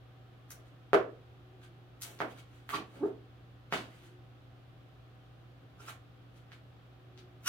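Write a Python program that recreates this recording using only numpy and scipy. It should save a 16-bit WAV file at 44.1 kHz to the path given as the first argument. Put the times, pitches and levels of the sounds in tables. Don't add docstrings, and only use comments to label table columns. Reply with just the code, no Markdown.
import sys
import numpy as np
from scipy import signal
from scipy.fft import rfft, irfft
from scipy.io import wavfile
from scipy.ndimage import uniform_filter1d

SR = 44100
rng = np.random.default_rng(int(sys.argv[2]) if len(sys.argv) > 2 else 0)


def put_to_file(sound):
    columns = np.atleast_2d(sound).T
    safe = np.clip(columns, -1, 1)
    whole_steps = np.round(safe * 32767)
    wavfile.write(sys.argv[1], SR, whole_steps.astype(np.int16))


N = 330109
TOP_HZ = 15900


def undb(db):
    return 10 ** (np.asarray(db) / 20)


def unit_rms(x):
    return x / np.sqrt(np.mean(x ** 2))


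def at_hz(points, hz):
    point_hz, value = np.transpose(points)
    return np.interp(np.log(hz + 1), np.log(point_hz), value)


def colour(x, points, size=4096):
    gain = undb(at_hz(points, np.fft.rfftfreq(size, 1 / SR)))
    cepstrum = irfft(np.log(gain))
    cepstrum[1:size // 2] *= 2
    cepstrum[size // 2 + 1:] = 0
    return signal.oaconvolve(x, irfft(np.exp(rfft(cepstrum))))[:len(x)]


def cut(x, hz, kind, order=2):
    return signal.sosfilt(signal.butter(order, min(hz, TOP_HZ), kind, fs=SR, output="sos"), x)


def wander(rate_hz):
    hold = max(int(SR / rate_hz), 1)
    steps = np.repeat(rng.standard_normal(N // hold + 1), hold)
    return unit_rms(uniform_filter1d(steps, hold)[:N])


def burst(peak_s, rise_s, fall_s):
    t = np.arange(N) / SR - peak_s
    return np.exp(np.maximum(np.minimum(t / rise_s, -t / fall_s), -40))


def swells(rows):
    return sum(undb(db) * burst(peak_s, width_s, width_s) for peak_s, width_s, db in rows)


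def add(out, start_s, x):
    i = int(start_s * SR)
    out[i:i + len(x)] += x[:N - i]


# frequency in Hz, rms level in dB.
HUM_TONES = [(60, -74.5), (120, -57), (284, -73.5), (355, -78.5), (507, -79.5), (765, -77.5),
             (14196, -95.5)]
# peak time in seconds, rise and fall in seconds, level in dB.
DRONE_SWELLS = [(1.55, 0.29, -62.5), (4.13, 0.11, -61.5), (7.22, 0.17, -60.5)]
# frequency in Hz, relative level in dB.
AIR_SPECTRUM = [(20, -28.5), (58, 2.5), (150, 2.5), (215, -6.5), (290, -3), (450, -8.5), (780, -9.5),
                (900, -16.5), (1250, -12.5), (2100, -21), (3300, -20), (5400, -33.5), (8000, -41),
                (15000, -42.5)]

def background(air_db=-61, drone_hz=362, wobble=0.03026, balance_db=-0.3):
    t = np.arange(N) / SR
    hum = sum(np.sqrt(2) * undb(db) * np.sin(2 * np.pi * hz * t) for hz, db in HUM_TONES)
    drone_phase = 2 * np.pi * drone_hz * np.cumsum(1 + wobble * wander(60)) / SR
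    drone = unit_rms(np.sin(drone_phase)) * swells(DRONE_SWELLS)
    mid, side = (unit_rms(colour(rng.standard_normal(N), AIR_SPECTRUM)) for _ in range(2))
    side = colour(side, [(100, -8), (300, -7), (800, -1), (2000, 0)])
    air = undb(air_db) * np.array([mid + side, mid - side])
    return (air + hum + drone) * undb(np.array([[balance_db], [-balance_db]]) / 2)


# left delay in seconds, right delay in seconds, gain in dB.
WALL_ECHOES = [(.0056, .0058, -7), (.0130, .0132, -4), (.0172, .0166, -9), (.0199, .0203, -8)]
# frequency in Hz, time to fall 60 dB in seconds.
TAIL_T60 = [(150, .4), (400, .39), (1000, .29), (3000, .27), (6000, .22), (14000, .19)]
# frequency in Hz, left minus right in dB.
MIC_IMBALANCE = [(120, 0.5), (300, -4), (500, 0.5), (1100, -4), (1500, -9), (2100, -4), (3000, 2.5),
                 (4000, 3), (5700, 7), (8000, -3), (11000, -1)]

def room(spread, beamed, tail_db=3.5, beamed_db=-8, build_s=0.0053, right_lag_s=.00009, size=22050):
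    t, hz = np.arange(size) / SR, np.fft.rfftfreq(size, 1 / SR)
    centres_hz = np.geomspace(100, 16000, 9)
    bands = [np.interp(np.log(hz + 1), np.log(centres_hz), row) for row in np.eye(len(centres_hz))]
    decays = [np.exp(-np.log(1000) * t / t60_s) for t60_s in at_hz(TAIL_T60, centres_hz)]
    tail_gain = undb(at_hz([(400, 0.98), (1500, -.5), (4000, -0.13), (12000, 1.5)], hz))
    mid, side = rfft(rng.standard_normal((2, size)))
    coherence = at_hz([(300, 0.98), (1000, 0.11), (2500, 0.033)], hz)
    out = []
    for channel, sign in enumerate((1, -1)):
        field = mid * np.sqrt((1 + coherence) / 2) + sign * side * np.sqrt((1 - coherence) / 2)
        tail = sum(irfft(field * tail_gain * band) * decay for band, decay in zip(bands, decays))
        tail *= 1 - np.exp(-(t / build_s) ** 2)
        walls = undb(tail_db) * tail / np.linalg.norm(tail)
        for *delays_s, db in WALL_ECHOES:
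            walls[int(delays_s[channel] * SR)] += undb(db)
        heard = signal.oaconvolve(spread + undb(beamed_db) * beamed, walls)[:N]
        add(heard, channel * right_lag_s, spread + beamed)
        out.append(colour(heard, [(f, sign * db / 2) for f, db in MIC_IMBALANCE]))
    return np.array(out)


# peak time in seconds, rise and fall in seconds, level in dB.
RUSTLE_SWELLS = [(.58, 0.033, -68.5), (2.08, 0.035, -62), (2.234, 0.013, -44), (2.774, 0.02, -48),
                 (2.954, 0.01, -50.5), (3.084, 0.0098, -53.5), (3.86, 0.021, -62.5), (4.75, .08, -83),
                 (5.82, 0.022, -63.5)]
# frequency in Hz, relative level in dB.
CLOTH_SPECTRUM = [(100, -22), (250, 1.5), (480, 4.5), (850, -4), (1300, -11.5), (2200, -16), (5000, -41)]

def rustles(grain_db=3.0):
    friction = rng.standard_normal(N) * undb(grain_db * wander(300))
    return unit_rms(colour(friction, CLOTH_SPECTRUM)) * swells(RUSTLE_SWELLS)


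# frequency in Hz, relative level in dB.
BLOW_SPECTRUM = [(60, -25), (170, -10.5), (235, -13), (400, 9), (640, 2.5), (880, -4), (1200, -0.5),
                 (1600, -4.5), (1900, -9.5), (2800, -15.5), (5000, -30.5), (9000, -38.5), (15000, -43)]
# frequency in Hz, level in dB re the blow's peak, time to fall 60 dB in seconds.
RING_MODES = [(314, -35, 0.073), (410, -26.5, 0.13), (462, -28, 0.11), (628, -27, 0.089),
              (1300, -29, 0.049)]

def thump(start_s=.9325, blow_db=-9, size=16384):
    out, t = np.zeros(N), np.arange(size) / SR
    blow = colour(signal.unit_impulse(size), BLOW_SPECTRUM)
    blow /= np.abs(blow).max()
    ring = sum(undb(db) * np.cos(2 * np.pi * hz * t) * np.exp(-np.log(1000) * t / t60_s)
               for hz, db, t60_s in RING_MODES)
    add(out, start_s, -undb(blow_db) * (blow + cut(ring, 2500, "low")))
    return out


GROAN_PEAK_S, GROAN_RISE_S, GROAN_FALL_S, GROAN_DB = 3.04, 0.026, 0.021, -31.5
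# harmonic number, relative level in dB.
GROAN_HARMONICS = [(1, -6), (2, -23), (3, -29), (4, -36)]

def groan(slack_hz=277, taut_hz=440.6, tighten_at_s=3.033, tighten_s=0.0077, jitter=0.031, rough_db=4.0):
    tension = (1 + np.tanh((np.arange(N) / SR - tighten_at_s) / tighten_s)) / 2
    hz = slack_hz + (taut_hz - slack_hz) * tension
    phase = 2 * np.pi * np.cumsum(hz * (1 + jitter * wander(400))) / SR
    tone = unit_rms(sum(undb(db) * np.sin(k * phase) for k, db in GROAN_HARMONICS))
    envelope = burst(GROAN_PEAK_S, GROAN_RISE_S, GROAN_FALL_S)
    return tone * undb(GROAN_DB + rough_db * wander(200)) * envelope


# level in dB, fall in seconds, brightness in dB.
TAPE_POPS = [(.5050, -34, 1100, 15000, -53.5, 0.0059, 2.5), (2.0130, -35, 5000, 15000, -61, 0.0044, 6),
             (2.0216, -21.5, 2720, 12900, -55, 0.065, 0.5), (2.1903, -37.5, 910, 5000, -61, .008, -8),
             (2.2040, -18.5, 300, 1700, -64.5, 0.024, -10), (2.6918, -28, 1090, 2360, -53.5, 0.022, 2),
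             (3.7250, -15, 134, 2220, -42.5, 0.038, -6.5), (5.8852, -35, 800, 1950, -66, 0.0083, 0),
             (6.519, -40, 1300, 2980, -68.5, .015, -6), (7.177, -42, 2740, 4140, -62.5, .013, -6)]

def pops(tick_db=-17, size=2048):
    out, kick = np.zeros(N), signal.unit_impulse(size)
    tick = undb(tick_db) * cut(kick, 2800, "high")
    for start_s, db, low_hz, high_hz, *_ in TAPE_POPS:
        skin = cut(cut(kick, low_hz, "high"), high_hz, "low", order=3)
        add(out, start_s, -undb(db) * (skin / np.abs(skin).max() + tick))
    return out


# rise in seconds, level in dB, brightness in dB;
# last, squeal pitch in Hz, squeal level in dB.
TAPE_PULLS = [(2.740, 0.013, -42, -11, 1160, -27.5), (5.806, 0.0087, -63.5, -2.5, 1446, -51.5),
              (5.884, 0.031, -53.5, -2, 1306, -45), (6.523, .014, -71, -7, 1648, -55),
              (7.481, 0.011, -28, 0, 1378, -28)]
# harmonic number, level in dB re the fundamental at 0 dB brightness.
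SQUEAL_HARMONICS = [(2, -1.5), (3, -12.5), (4, -0.5), (6, -1)]

def squeals(rise_s=0.0082, fall_s=0.0073, jitter=.10, overtone_db_per_db=3.7):
    out, t = np.zeros(N), np.arange(N) / SR
    uneven_t = np.cumsum(1 + jitter * wander(1500)) / SR
    for peak_s, _, _, bright_db, hz, db in TAPE_PULLS:
        span = np.abs(t - peak_s) < .1
        phase = 2 * np.pi * hz * uneven_t[span]
        overtones = sum(undb(part_db) * np.sin(k * phase) for k, part_db in SQUEAL_HARMONICS)
        tone = np.sin(phase) + undb(overtone_db_per_db * bright_db) * overtones
        out[span] += undb(db) * burst(peak_s, rise_s, fall_s)[span] * tone
    return out


CRACKLE_LAG_S, CRACKLE_RISE_S = 0.0034, 0.0068
PULL_LAG_S, PULL_FALL_S = 0.0053, .013
# frequency in Hz, relative level in dB.
DRUM_SPECTRUM = [(50, -20.5), (150, -5.5), (280, 8), (500, -4.5), (850, -6.5), (1500, -24), (4000, -67)]
RASP_SPECTRUM = [(200, -22), (650, -21), (1000, -3), (1200, -1.5), (1450, 1), (1950, 0.5), (2900, 3),
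                 (4500, -4.5), (8000, -17.5), (15000, -29.5)]
FIZZ_SPECTRUM = [(400, -32), (1500, -24), (3000, 2.5), (4500, -1.5), (5700, 3.5), (7500, 4), (10000, 0),
                 (15000, 0)]
# peak time in seconds, rise and fall in seconds, level in dB.
CRINKLE_SWELLS = [(.660, .009, -68), (1.634, 0.013, -62.5), (2.305, 0.018, -63), (2.382, .012, -58),
                  (2.55, 0.06, -72), (2.956, 0.054, -67.5), (3.055, 0.014, -69), (3.948, 0.057, -70),
                  (4.05, 0.036, -68), (6.365, 0.02, -69.5)]

def rips(snaps_per_s=1400, spread_db=2.5, patchy_db=4.5, groan_drum_db=-13.5):
    snaps = (rng.random(N) < snaps_per_s / SR) * rng.choice([-1, 1], N)
    strength_db = spread_db * np.minimum(rng.exponential(size=N), 4)
    snaps = snaps * undb(strength_db + patchy_db * wander(200))
    snaps /= np.sqrt(uniform_filter1d(snaps ** 2, size=900) + 1e-6)
    drum, rasp, fizz = (unit_rms(colour(snaps, spectrum))
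                        for spectrum in (DRUM_SPECTRUM, RASP_SPECTRUM, FIZZ_SPECTRUM))

    def peel(bright_db, drum_db=-20.5, fizz_top_hz=12600, octaves_per_db=0.2):
        glue = cut(fizz, fizz_top_hz * 2 ** (bright_db * octaves_per_db), "low", order=1)
        return undb(drum_db - 2 * bright_db) * drum + rasp + undb(bright_db) * glue

    crackles = sum(undb(db) * burst(start_s + CRACKLE_LAG_S, CRACKLE_RISE_S, fall_s) * peel(bright_db)
                   for start_s, *_, db, fall_s, bright_db in TAPE_POPS)
    pulls = sum(undb(db) * burst(peak_s + PULL_LAG_S, rise_s, PULL_FALL_S) * peel(bright_db)
                for peak_s, rise_s, db, bright_db, *_ in TAPE_PULLS)
    crinkles = swells(CRINKLE_SWELLS) * peel(bright_db=-4)
    under_groan = undb(GROAN_DB + groan_drum_db) * burst(GROAN_PEAK_S, GROAN_RISE_S, GROAN_FALL_S) * drum
    return crackles + pulls + crinkles + under_groan


def scene():
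    spread = thump() + pops() + rips() + rustles()
    beamed = squeals() + groan()
    return room(spread, beamed) + background()


def record(dry):
    return signal.sosfilt(signal.ellip(10, .1, 70, TOP_HZ, fs=SR, output="sos"), dry)


dry = scene()
out = record(dry)
put_to_file(out)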